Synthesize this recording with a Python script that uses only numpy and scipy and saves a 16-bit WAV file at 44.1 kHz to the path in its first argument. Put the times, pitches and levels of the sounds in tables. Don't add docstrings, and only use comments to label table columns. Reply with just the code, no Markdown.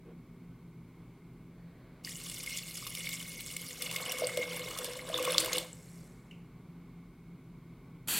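import sys
import numpy as np
from scipy import signal
from scipy.fft import rfft, irfft, next_fast_len
from scipy.io import wavfile
from scipy.ndimage import uniform_filter1d, map_coordinates

SR = 44100
rng = np.random.default_rng(int(sys.argv[2]) if len(sys.argv) > 2 else 0)


def bounce(signal):
    frames = np.transpose(np.atleast_2d(signal))
    limited = np.clip(frames, -1, 1)
    pcm = np.round(limited * 32767).astype(np.int16)
    wavfile.write(sys.argv[1], SR, pcm)


N = 361179
TIME = np.arange(N) / SR
POUR_START_S, POUR_END_S = 2.034, 5.67

# (time [s], force [dB])
POUR_FORCE = [(2.05, -0.5), (2.3, -.5), (2.56, 2), (2.73, -2.5), (3.09, 2.3), (3.3, -4), (3.74, -1),
              (3.9, 4.5), (4.3, 4), (4.54, 1.5), (4.72, 0.5), (4.87, 4), (5.03, -3), (5.18, 8), (5.38, 8),
              (5.58, 6), (5.68, -8.5)]
# (frequency [Hz], width [Hz], level over the direct sound [dB])
POT_MODES = [(326.8, 6.9, 18), (504.5, 13.5, 17.5), (568, 8.4, 12), (635, 20, 2.5), (1106, 100, 8),
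             (1550, 80, -7), (2152, 50, 5.5), (2916, 125, 5), (3486, 170, 5), (4104, 160, -7.5),
             (5110, 130, -5.5), (5520, 112, -1)]
# (frequency [Hz], level [dB])
SPRAY_EQ = [(1500, -32.5), (3000, -21.5), (4500, -2), (6000, -1.5), (8300, 4), (11000, 1.5), (14000, -1.5),
            (16000, -5)]
# (frequency [Hz], level [dB])
SPLASH_EQ = [(700, -16.5), (1050, -11), (1700, -7.5), (2050, 3.5), (2800, 6.5), (3800, 4.5), (5000, -0.5),
             (7500, -27.5)]


def amp(db):
    return 10 ** (np.asarray(db) / 20)


def unit(x):
    return x / np.sqrt(np.mean(x ** 2) + 1e-20)


def along(points, hz):
    freqs, values = np.transpose(points)
    return np.interp(np.log(hz + 1), np.log(freqs + 1), values)


def automation(points, times=TIME):
    return np.interp(times, *np.transpose(points))


def gate(start, stop, rise, fall):
    return np.clip((TIME - start) / rise, 0, 1) * np.exp(-np.maximum(TIME - stop, 0) / fall)


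def wobble(rate):
    return map_coordinates(rng.standard_normal(2048), [TIME * rate], mode="wrap")


def filtered(x, response):
    size = next_fast_len(N + SR // 2)
    return irfft(rfft(x, size) * response(np.fft.rfftfreq(size, 1 / SR)), size)[..., :N]


def equalised(x, eq):
    return filtered(x, lambda hz: amp(along(eq, hz)))


def noise(eq, shape=N):
    return unit(equalised(rng.standard_normal(shape), eq))


def resonance(f, hz, width):
    return 1j * f * width / (hz * hz - f * f + 1j * f * width)


def ringing(x, modes):
    return filtered(x, lambda f: 1 + sum(amp(db) * resonance(f, hz, width) for hz, width, db in modes))


def singing_mode(hz, width_hz):
    return unit(filtered(rng.standard_normal(N), lambda f: resonance(f, hz, width_hz) ** 2))


def bubbles(onsets, gain, hz, cycles, glide, samples):
    turns = hz[:, None] * (np.arange(samples) / SR)
    age = turns / np.reshape(cycles, (-1, 1))
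    envelope = gain[:, None] * np.exp(-age) * (1 - np.exp(-turns))
    waves = envelope * np.sin(2 * np.pi * turns * (1 + glide * age / (1 + age / 4)))
    positions = (onsets * SR).astype(int)[:, None] + np.arange(samples)
    return np.bincount(positions.ravel(), waves.ravel(), N)[:N]


def swarm(eq, low_hz, high_hz, cycles, spread_db, wash_db, count, samples):
    when, pitch, strength, life = rng.random((count, 4)).T
    gain = amp(-spread_db * np.log(1 - 0.97 * strength))
    hz = low_hz * (high_hz / low_hz) ** pitch
    grains = bubbles(when * N / SR, gain, hz, cycles * 2 ** (2 * life - 1), glide=0.03, samples=samples)
    wash = rng.standard_normal((2, N))
    mid = unit(grains) + amp(wash_db) * wash[0]
    side = equalised(wash[1], [(300, -24), (3500, -42), (5500, -27), (11000, -33.5)])
    in_pot = ringing(equalised(np.array([mid, side]), eq), POT_MODES)
    running_power = np.abs(uniform_filter1d(in_pot[0] ** 2, size=5000))
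    return in_pot / np.sqrt(running_power + 1e-12)


def patchy(x, depth_db):
    spectra = signal.stft(x, nperseg=128)[2]
    patches = uniform_filter1d(rng.standard_normal(spectra.shape[1:]), size=7, axis=0)
    patches = unit(uniform_filter1d(patches, size=9, axis=1))
    trim_db = depth_db ** 2 * np.log(10) / 20
    return signal.istft(spectra * amp(depth_db * patches - trim_db), nperseg=128)[1][:, :N]


def strays(level_db, count, scatter_db=3):
    place, size = rng.random((count, 2)).T
    onsets = POUR_START_S + (POUR_END_S - POUR_START_S) * (np.arange(count) + place) / count
    levels = level_db + automation(POUR_FORCE, onsets) + scatter_db * (2 * size - 1)
    return np.column_stack([onsets, levels])


def murmur():
    # (frequency [Hz], level [dB])
    room_eq = [(25, -24), (49, -12.5), (92, -16.5), (115, -8.5), (170, -4.5), (200, -12), (250, -13.5),
               (394, -16), (545, -29), (1100, -31), (1740, -40), (2300, -39), (2600, -41.5), (4300, -44.5),
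               (6000, -58)]
    # (frequency [Hz], width [Hz], level [dB])
    murmur_modes = [(1114, 150, -3.5), (1495, 34, 3.5), (2184, 130, 8.5), (2180, 80, -6)]
    bed = amp(-55 + 0.96 * wobble(5)) * unit(ringing(noise(room_eq), murmur_modes))
    thrown_back = noise([(300, -15), (500, 10.5), (900, -7.5), (2000, -2), (2800, -17),
                         (4500, -13.5), (6000, -37.5)])
    return bed + amp(-67.5) * thrown_back * gate(1.45, 6.1, rise=0.15, fall=0.27)


def motor_hum():
    # (frequency [Hz], level [dB], unsteady share [0-1])
    partials = [(43.5, -66.5, 0.6), (122.4, -63, 0.4), (129.9, -69, 0.79), (170.4, -55.5, .45),
                (236.3, -68, 0.7), (258, -65.5, 1)]
    hum = np.zeros(N)
    for hz, db, unsteady in partials:
        swell = np.sqrt(2 * (1 - unsteady)) + np.sqrt(unsteady) * (wobble(12) + 1j * wobble(12))
        hum += amp(db) * np.real(swell * np.exp(2j * np.pi * hz * TIME))
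    return hum


def hiss():
    return amp(-76) * noise([(2000, -10), (5000, 4.5), (16000, 5)], shape=(2, N))


def bump():
    thud = noise([(150, -19.5), (380, -1.5), (480, -2.5), (650, -19), (3000, -32), (8000, -64)])
    return amp(-55.5) * thud * gate(0.038, 0.11, rise=0.034, fall=0.051)


def stream():
    # (time [s], share covered [0-1])
    pool_cover = [(2.45, 0), (3.5, 0.25), (3.85, 0.6), (4.22, 1)]
    # (time [s], level [dB])
    ring_levels = [(2.4, -63), (2.5, -44.5), (2.78, -63.5), (3.08, -47.5), (3.3, -54), (3.72, -59.5),
                   (4.37, -47), (5.05, -65), (5.55, -59.5)]
    # (frequency [Hz], level [dB])
    gurgle_eq = [(180, -23.5), (320, -13.5), (420, -10), (510, -2.5), (650, -5), (820, -6.5), (1150, -6),
                 (1700, -2.5), (2600, -9.5), (4000, -39.5)]
    force_db, pool = automation(POUR_FORCE), automation(pool_cover)
    spray_db = -47 + 0.8 * force_db - 4.5 * pool ** 2.5
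    splash_db = -51.5 + 1.05 * force_db + pool
    gurgle_db = -67.5 + force_db + 20 * pool
    lumps_db = 1.22 * wobble(90) + 1.58 * wobble(35)

    fine = swarm(SPRAY_EQ, 4014, 16000, cycles=3.4, spread_db=5, wash_db=-1.5, count=18000, samples=200)
    spray = amp(spray_db + lumps_db + 0.97 * wobble(50)) * patchy(fine, depth_db=3)
    medium = swarm(SPLASH_EQ, 1076, 6100, cycles=2.2, spread_db=2, wash_db=0, count=10000, samples=360)
    splash = amp(splash_db + lumps_db) * patchy(medium, depth_db=3.5)
    large = swarm(gurgle_eq, 341, 2010, cycles=1.4, spread_db=2, wash_db=1.5, count=3000, samples=800)
    gurgle = amp(gurgle_db) * large
    ring_db = automation(ring_levels) + lumps_db + 3 * wobble(40)
    ring = amp(ring_db) * singing_mode(2176, width_hz=120) * [[1], [0]]
    return (spray + splash + gurgle + ring) * gate(POUR_START_S, POUR_END_S, rise=0.026, fall=0.026)


def drops():
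    # (time [s], level [dB], pitch [Hz])
    clear_drops = [(2.0481, -21, 4760), (2.0744, -29.5, 1880), (2.4744, -26.5, 2150), (2.9735, -30.5, 2180),
                   (3.0708, -21, 2220), (3.5647, -29, 2210), (3.6176, -20, 10980), (3.9598, -22, 2140),
                   (4.0605, -25.5, 2950), (4.0952, -19.5, 5630), (4.1123, -26.5, 2980),
                   (4.2452, -17.5, 4630), (4.2705, -11, 8350), (5.1425, -16, 3600), (5.162, -24, 3460),
                   (5.3036, -22, 3624), (5.3212, -10, 10600), (5.3451, -19.5, 3420), (5.4, -11, 8430),
                   (5.4114, -13.5, 10600), (5.5308, -15.5, 6645), (5.7304, -25, 7640)]
    # (time [s], level [dB], pitch [Hz])
    slap_hits = [(5.382, -8, 3992), (5.3814, -14, 6400), (5.5312, -21, 3800), (5.582, -21, 3600)]
    # (time [s], level [dB], pitch [Hz])
    air_pockets = [(2.825, -37.5, 1170), (2.866, -36, 1120), (4.22, -19.5, 617), (4.236, -21, 542),
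                   (4.374, -21, 563), (4.392, -24, 484), (4.844, -35.5, 496), (5.099, -25, 625),
                   (5.187, -25, 1110), (5.199, -24.5, 510), (5.275, -21.5, 1069), (5.277, -23.5, 498),
                   (5.35, -24, 1160)]
    light_drops = strays(level_db=-33.5, count=36)
    light_hz = 3578 * 2 ** (0.56 * rng.standard_normal(len(light_drops)))
    onsets, db, hz = np.vstack([clear_drops, np.column_stack([light_drops, light_hz])]).T
    plinks = bubbles(onsets, amp(db - 5.5), hz, cycles=7.35, glide=0.0088, samples=2048)
    onsets, db, hz = np.transpose(slap_hits)
    slaps = bubbles(onsets, amp(db + 10), hz, cycles=1.4, glide=0.08, samples=1024)
    onsets, db, hz = np.transpose(air_pockets)
    glugs = bubbles(onsets, amp(db - 1.5), hz, cycles=2.13, glide=0.014, samples=4096)
    return ringing(plinks + slaps + glugs, POT_MODES)


def splats():
    # (time [s], level [dB])
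    heavy_beads = [(2.297, -27), (2.461, -28), (2.7727, -31.5), (2.8663, -28.5), (2.9499, -26),
                   (3.0898, -24.5), (3.127, -29.5), (3.2255, -29), (3.4058, -28), (3.565, -24.5),
                   (3.8206, -23), (3.912, -21.5), (3.9614, -20.5), (4.119, -20), (4.372, -27),
                   (4.7861, -24), (4.8438, -24.5), (5.25, -22), (5.3066, -21), (5.381, -14), (5.402, -17),
                   (5.4451, -22.5), (5.532, -21.5), (5.5817, -21)]
    attack_s, release_s = 0.0016, 0.0026
    t = np.arange(2048) / SR
    envelope = (1 - np.exp(-t / attack_s)) * np.exp(-t / release_s)
    bursts = np.zeros(N)
    for onset, db in np.vstack([heavy_beads, strays(level_db=-32, count=32)]):
        bursts[round(onset * SR):][:len(t)] += amp(db) * envelope
    droplets = patchy(noise(SPRAY_EQ, shape=(2, N)), depth_db=4) * amp([[-1.5], [-9]])
    splash = noise(SPLASH_EQ, shape=(2, N)) * amp([[-8.5], [-26.5]])
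    return ringing(bursts * (droplets + splash), POT_MODES)


def pot_wall():
    return amp(-51) * singing_mode(329, width_hz=19) * gate(5.1, 5.58, rise=0.06, fall=0.057)


def seep():
    fizz_eq = [(1500, -23.5), (2200, 1), (3200, -13), (5200, -11), (7500, -0.5), (11000, -5),
               (15500, -12)]
    fizz = swarm(fizz_eq, 4000, 14000, cycles=4, spread_db=0, wash_db=-0.5, count=9000, samples=200)
    return amp(-62.5) * fizz * gate(5.64, 5.995, rise=0.05, fall=0.15)


def last_drop():
    clack = noise([(1500, -39), (2150, 0), (2500, 4), (2950, 4), (3400, -17), (7500, -22), (13000, -31)])
    hit = gate(6.309, 6.314, rise=0.003, fall=0.003)
    tail = amp(-12) * gate(6.312, 6.32, rise=0.006, fall=0.06)
    return amp(-51) * clack * (hit + tail)


def steam():
    # (frequency [Hz], level [dB])
    jet_eq = [(120, -43), (200, -3.5), (473, -12), (899, -9), (1000, -10), (1160, -7.5), (1980, -6.5),
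              (2170, -11.5), (2470, -3), (4350, -8), (5040, -15), (7270, -6), (11300, -7.5), (13800, -5.5),
              (16000, -17)]
    whistle_modes = [(3220, 280, -6), (4530, 300, 7), (8040, 1200, -3.5), (11020, 1100, -3.5)]
    jet = unit(ringing(noise(jet_eq), whistle_modes))
    spit = amp(-9) * gate(8.073, 8.078, rise=0.003, fall=0.00092)
    valve_open = automation([(8.08, 0), (8.08399, 1)])
    return amp(-32) * jet * (spit + valve_open)


def kitchen_reverb(x):
    # (frequency [Hz], time to fall 60 dB [s])
    decay_times = [(200, .45), (1000, 0.56), (3000, 0.42), (8000, 0.41), (15000, .25)]
    # (frequency [Hz], side over mid [dB])
    width_eq = [(100, -21), (1000, -34), (2400, -36.5), (5000, -29), (10000, -16)]
    hz, t, spectra = signal.stft(rng.standard_normal((2, SR // 2)), SR, nperseg=256)
    decay = amp(-60 * t / along(decay_times, hz)[:, None])
    tail = signal.istft(spectra * decay, SR, nperseg=256)[1]
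    tail = np.pad(tail, ((0, 0), (128, 0))) / np.linalg.norm(tail[0])
    mid, side = signal.fftconvolve(x[None], tail, axes=1)[:, :N]
    return np.array([mid, equalised(side, width_eq)])


def scene():
    water = stream() + splats() + seep()
    water[0] += drops() + last_drop() + pot_wall()
    mid, side = water + amp(-11) * kitchen_reverb(water[0])
    ambience = murmur() + bump() + motor_hum() + hiss()
    return np.array([mid + side, mid - side]) + ambience + steam()


def record(dry):
    return filtered(dry, lambda hz: hz < 15950)


dry = scene()
out = record(dry)
bounce(out)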